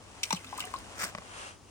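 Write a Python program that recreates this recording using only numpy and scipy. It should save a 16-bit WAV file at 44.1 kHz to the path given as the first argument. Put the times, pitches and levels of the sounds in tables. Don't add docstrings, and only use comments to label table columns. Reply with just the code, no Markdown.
import sys
import numpy as np
from scipy import signal
from scipy.fft import rfft, irfft
from scipy.io import wavfile

SR = 44100
rng = np.random.default_rng(int(sys.argv[2]) if len(sys.argv) > 2 else 0)


def to_wav(sig):
    pcm = np.clip(np.atleast_2d(sig), -1, 1) * 32767
    pcm = np.round(pcm).astype(np.int16)
    wavfile.write(sys.argv[1], SR, pcm.T)


N = 74970
T = np.arange(N) / SR
BINS = np.maximum(np.fft.rfftfreq(2 * N, 1 / SR), 1)
POND_LAG_S, SLEEVE_LAG_S, SLIDE_LAG_S = 0.00013, 0.00015, 0.0003255

# t/s, level/dB, length/s, low edge f/Hz
WATER_SLAPS = [(0.2319, -27, 0.0065, 2100), (0.306, -23.5, 0.0012, 1450), (0.324, -34.5, 0.0063, 2040),
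               (0.3274, -31.5, 0.003, 900), (0.354, -60, 0.0015, 3000), (0.357, -43.5, 0.011, 2490),
               (0.445, -43.5, 0.0024, 700), (.5780, -28, 0.0013, 7500), (0.595, -26.5, 0.0011, 6700),
               (0.603, -28.5, 0.0024, 3500), (0.6522, -30.5, 0.0013, 6500), (.7390, -36.5, 0.00091, 1480),
               (0.786, -42, 0.0026, 5200)]
# f/Hz, level/dB
SLAP_SPECTRUM = [(500, -10), (1200, 3), (1700, -3), (2300, 10.5), (3300, 1.5), (4200, 4.5), (6000, -5.5),
                 (7500, 1.5), (9500, -1.5), (11500, -25), (13000, -8.5), (15500, -12)]
# t/s, f/Hz, relative level/dB, time to fade 60 dB/s, pitch change/(share per s)
AIR_BUBBLES = [(.2337, 5800, -16.5, 0.0085, 1), (.2362, 2320, -23.5, 0.014, 13),
               (.3075, 917, -25.5, 0.044, 0.5), (.3078, 5760, -22.5, 0.0069, -2),
               (.3100, 2510, -29.5, 0.031, -8), (.3275, 1123, -23, 0.021, 3.5),
               (.3280, 5780, -16.5, 0.0089, 0), (.3295, 817, -29, 0.026, -1.5),
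               (0.347, 4150, -24.5, 0.0071, 12), (.3645, 2880, -36.5, 0.032, 18.5),
               (.3725, 2510, -36, 0.026, 26), (.3920, 2260, -45, 0.023, -5), (.4060, 2060, -46, .03, 7),
               (.4435, 1320, -41, 0.038, -0.5), (.4440, 2510, -43, .02, 7), (0.451, 256.8, -55, 0.63, .5),
               (0.471, 3630, -37, 0.011, -2), (.5272, 780, -34, 0.059, 5.5),
               (.5298, 1013, -33.5, 0.034, 4.5), (.5808, 982, -39.5, 0.068, 3),
               (.5860, 1175, -34, 0.045, 9), (.6045, 2910, -25, 0.015, -7), (.6245, 2150, -33.5, 0.022, 24),
               (.6395, 2720, -31, 0.014, 25), (.6402, 738, -41, 0.11, 0), (.6410, 1126, -43.5, .06, 4),
               (.6710, 434, -42.5, 0.03, -3.5), (.6735, 1820, -37, 0.022, -1),
               (.7395, 1102, -24.5, 0.025, -8), (.7535, 1060, -36, .05, 4), (.7610, 3630, -40.5, 0.033, 65),
               (1.2150, 788, -49, 0.13, -0.5)]
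# t/s, level/dB
SPRAY_LEVEL = [(.235, -59), (.29, -54.5), (.335, -55), (.38, -62), (.43, -56.5), (.56, -51), (.61, -45.5),
               (.66, -52), (.72, -58.5), (.9, -83)]
# t/s, level/dB
FIZZ_LEVEL = [(.22, -100), (.24, -53), (.34, -57), (.45, -64), (.62, -61), (.8, -63), (1.1, -85)]
# f/Hz, level/dB
FIZZ_SPECTRUM = [(3000, -20), (7000, 0), (9500, 8), (11500, -22), (13500, -2), (15500, -8)]

# t/s, level/dB
RUSTLE_LEVEL = [(0, -57), (.2, -51.5), (.45, -54.5), (.7, -49), (.85, -50), (.97, -47.5), (1.1, -49.5),
                (1.16, -55), (1.25, -52), (1.55, -80)]
# f/Hz, level/dB
RUSTLE_SPECTRUM = [(100, -17), (300, -2), (600, 0.5), (1100, -1), (1700, -6), (2800, -5.5), (4000, -11.5),
                   (5600, -12), (9500, -12.5), (11500, -40), (13500, -31), (16000, -37)]
# t/s, level/dB
SWISH_LEVEL = [(.95, -57.5), (.991, -45), (.998, -37), (1.03, -33), (1.039, -30), (1.05, -41.5),
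               (1.062, -39.5), (1.1, -48.5), (1.135, -84)]
# f/Hz, level/dB
SWISH_SPECTRUM = [(100, -15), (200, -8), (400, -10), (620, -2), (850, -13), (1350, 2), (2400, -3.5),
                  (3100, -12), (3500, -9), (4100, -13), (5000, -8.5), (8600, -8.5), (11200, -31),
                  (13000, -15), (15500, -19)]
# t/s, level/dB, width/s
CLOTH_SCRAPES = [(.9985, -41.5, 0.0044), (1.042, -29, 0.0013), (1.05, -35.5, 0.0039)]
# f/Hz, level/dB
SCRAPE_SPECTRUM = [(500, -39), (2000, -10), (4000, -8), (5200, 9.5), (6500, -7), (8700, 7), (11500, -17),
                   (15000, -8)]
# t/s, level/dB
SLIDE_LEVEL = [(1.15, -73), (1.26, -53.5), (1.39, -43), (1.49, -44.5), (1.545, -57), (1.61, -76),
               (1.7, -59)]
# f/Hz, level/dB
SLIDE_SPECTRUM = [(100, -22), (250, -8), (500, -1), (800, -1), (1400, 0.5), (2350, -5.5), (2750, -1),
                  (3200, -3.5), (3700, -9.5), (5200, -10.5), (9600, -10.5), (11500, -33.5), (14600, -36),
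                  (16000, -31)]
# t/s, level/dB
CLOTH_FLAPS = [(1.0365, -27.5), (1.0526, -34.5), (1.1495, -28), (1.1775, -40), (1.1836, -33), (1.221, -44),
               (1.535, -58)]
# f/Hz, relative level/dB, time to fade 60 dB/s
KNOCK_TONES = [(196, -6, 0.04), (602, -7.5, 0.04), (1120, 0, 0.022), (1960, 2, .012)]
# f/Hz, level/dB
SNAP_SPECTRUM = [(150, -9), (1200, -1), (2200, -1.5), (3500, -5), (6000, -9.5), (9000, -16), (11500, -38),
                 (15000, -30)]

# left delay/s, right delay/s, level/dB
POND_ECHOES = [(.0031, .0022, -13), (.0068, .0059, -16), (.0205, .0212, -16)]
# f/Hz, level/dB
AIR_SPECTRUM = [(20, -31), (50, -7), (100, -3), (130, -10), (250, -7), (400, -10.5), (650, -15),
                (1100, -14.5), (1600, -21.5), (4500, -24), (5600, -22), (10000, -26), (11500, -51),
                (15000, -36)]
# t/s, level/dB
RUMBLE_LEVEL = [(0, -60), (.7, -59.5), (.81, -50), (.9, -58.5), (1.05, -57), (1.7, -64)]
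# f/Hz, level/dB
RUMBLE_SPECTRUM = [(20, -66), (45, -5.5), (70, -6.5), (110, -16), (300, -19), (2000, -80)]
# f/Hz, likeness from 0 to 1
STEREO_LIKENESS = [(60, 0.41), (250, 0.71), (1400, 0.48), (3100, 0.52), (7000, 0.2), (15000, 0)]
# f/Hz, level/dB
STEREO_BALANCE = [(100, .5), (300, 1.5), (800, 5.5), (1300, 5), (2700, -3), (4000, 1.5), (5400, 5.5),
                  (7200, 5.5), (9300, -5.5), (12000, -1)]


def slaps(attack_s=0.0002, decay_share=0.49):
    crackle, out = noise(SLAP_SPECTRUM, POND_LAG_S), 0
    for s, db, length, low_hz in WATER_SLAPS:
        rise = 1 - np.exp(-since(s) / attack_s)
        fall = np.exp(-since(s + length) / (decay_share * length))
        cut_lows = signal.butter(3, low_hz, "high", fs=SR, output="sos")
        out = out + from_db(db) * signal.sosfilt(cut_lows, crackle * (rise * fall) + 1e-18)
    return out


def gulp(start_s=.3295, start_hz=1230, end_hz=178.3, glide_s=0.0016):
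    hz = end_hz + (start_hz - end_hz) * np.exp(-since(start_s) / glide_s)
    return from_db(-12.5) * tone(start_s, hz, swell_s=0.015, fade_s=0.059)


def bubbles(boost_db=2):
    out = 0
    for s, hz, db, fade_s, change in AIR_BUBBLES:
        pitch = hz * (1 + change * np.minimum(since(s), fade_s))
        out = out + from_db(db + boost_db) * tone(s, pitch, swell_s=0.00035, fade_s=fade_s)
    return out


def spray(drops_per_s=900, ring_cycles=4.7, low_hz=2000, high_hz=9000, spread_db=3.5, pitches=20):
    sizes = from_db(spread_db * np.minimum(rng.exponential(1, N), 3.5)) * rng.choice([-1, 1], N)
    drops = sizes * (rng.random(N) < drops_per_s / SR)
    which_pitch, out = rng.integers(0, pitches, N), 0
    for k, hz in enumerate(np.geomspace(low_hz, high_hz, pitches)):
        decay = np.exp(-np.log(1000) * hz / (ring_cycles * SR))
        angle = 2 * np.pi * hz / SR
        ringing = [1, -2 * decay * np.cos(angle), decay * decay]
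        out = out + signal.lfilter([0, np.sin(angle)], ringing, drops * (which_pitch == k) + 1e-18)
    return rms_one(out) * level(SPRAY_LEVEL) * (T > WATER_SLAPS[0][0])


def fizz():
    return level(FIZZ_LEVEL) * noise(FIZZ_SPECTRUM, POND_LAG_S, grain_db=1.0)


def sleeve():
    rustle = level(RUSTLE_LEVEL) * noise(RUSTLE_SPECTRUM, SLEEVE_LAG_S, grain_db=2.5)
    slide = level(SLIDE_LEVEL) * noise(SLIDE_SPECTRUM, SLIDE_LAG_S, grain_db=0.9)
    swish = level(SWISH_LEVEL) * noise(SWISH_SPECTRUM, SLEEVE_LAG_S, grain_db=3.5)
    swishing = (T > SWISH_LEVEL[0][0]) & (T < SWISH_LEVEL[-1][0])
    catches = sum(from_db(db) * np.exp(-.5 * ((T - s) / width) ** 2) for s, db, width in CLOTH_SCRAPES)
    scrapes = catches * noise(SCRAPE_SPECTRUM, SLEEVE_LAG_S, grain_db=1.5)
    return rustle + slide + swish * swishing + scrapes


def flaps(snap_db=-5.5, snap_s=.003, swell_cycles=0.27):
    hiss, out = noise(SNAP_SPECTRUM, SLEEVE_LAG_S), 0
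    for s, db in CLOTH_FLAPS:
        knock = sum(from_db(tone_db) * tone(s, hz, swell_cycles / hz, fade_s)
                    for hz, tone_db, fade_s in KNOCK_TONES)
        snap = from_db(snap_db) * hiss * (T > s) * np.exp(-since(s) / snap_s)
        out = out + from_db(db) * (from_left(knock, SLEEVE_LAG_S) + snap)
    return out


def echoes(x):
    bounces = sum(from_db(db) * delayed(x, np.array([[left], [right]]))
                  for left, right, db in POND_ECHOES)
    near = from_db(-4) * scatter(x, fade_s=0.041, delay_s=0.0012)
    far = from_db(-14) * scatter(x, fade_s=.18, delay_s=.012)
    return bounces + near + far


def scatter(x, fade_s, delay_s, dull_hz=6500):
    tail = rng.standard_normal((2, N)) * (T > delay_s) * fade(T, fade_s)
    tail = tail / np.sqrt(np.sum(tail ** 2, axis=1, keepdims=True))
    return filtered(x, rfft(tail, 2 * N) / (1 + 1j * BINS / dull_hz))


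def yard(air_db=-56.5, hum_hz=99.46, hum_db=-61):
    air = from_db(air_db) * noise(AIR_SPECTRUM)
    rumble = level(RUMBLE_LEVEL) * noise(RUMBLE_SPECTRUM)
    hum = from_db(hum_db) * np.sqrt(2) * np.sin(2 * np.pi * hum_hz * T)
    return air + rumble + hum


def noise(colour, lag_s=0, grain_db=0):
    grains = from_db(grain_db * np.repeat(rng.standard_normal(N // 24 + 1), 24)[:N])
    alike = np.clip(over_hz(STEREO_LIKENESS), 0, .98)
    gains = from_db(over_hz(colour)) * np.sqrt([1 + alike, 1 - alike])
    shared, side = filtered(rng.standard_normal((2, N)) * grains, gains)
    return rms_one(np.array([shared + side, delayed(shared - side, lag_s)]))


def tone(s, hz, swell_s, fade_s):
    t = since(s)
    wave = np.sin(2 * np.pi * np.cumsum(hz * (t > 0)) / SR)
    return wave * (1 - np.exp(-t / swell_s)) * fade(t, fade_s)


def fade(t, fade_s):
    return from_db(-60 * np.minimum(t / fade_s, 4))


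def since(s):
    return np.maximum(T - s, 0)


def from_db(db):
    return 10 ** (np.asarray(db) / 20)


def rms_one(x):
    return x / np.sqrt(np.mean(x ** 2) + 1e-20)


def level(rows):
    return from_db(np.interp(T, *np.transpose(rows)))


def over_hz(points):
    hz, value = np.transpose(points)
    return np.interp(np.log(BINS), np.log(hz), value)


def filtered(x, response):
    return irfft(rfft(x, 2 * N) * response)[..., :N]


def delayed(x, lag_s):
    return filtered(x, np.exp(-2j * np.pi * BINS * lag_s))


def from_left(x, lag_s):
    return np.array([x, delayed(x, lag_s)])


def scene():
    water = slaps() + from_left(bubbles() + spray(), POND_LAG_S)
    splash = water + echoes(water) + fizz() + from_left(gulp(), POND_LAG_S)
    return splash + sleeve() + flaps() + yard()


def record(dry, cutoff_hz=16200):
    tilt_db = over_hz(STEREO_BALANCE) / 2
    coloured = filtered(dry, from_db([tilt_db, -tilt_db]))
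    cut_highs = signal.ellip(10, .1, 80, cutoff_hz, fs=SR, output="sos")
    return signal.sosfilt(cut_highs, coloured)


dry = scene()
out = record(dry)
to_wav(out)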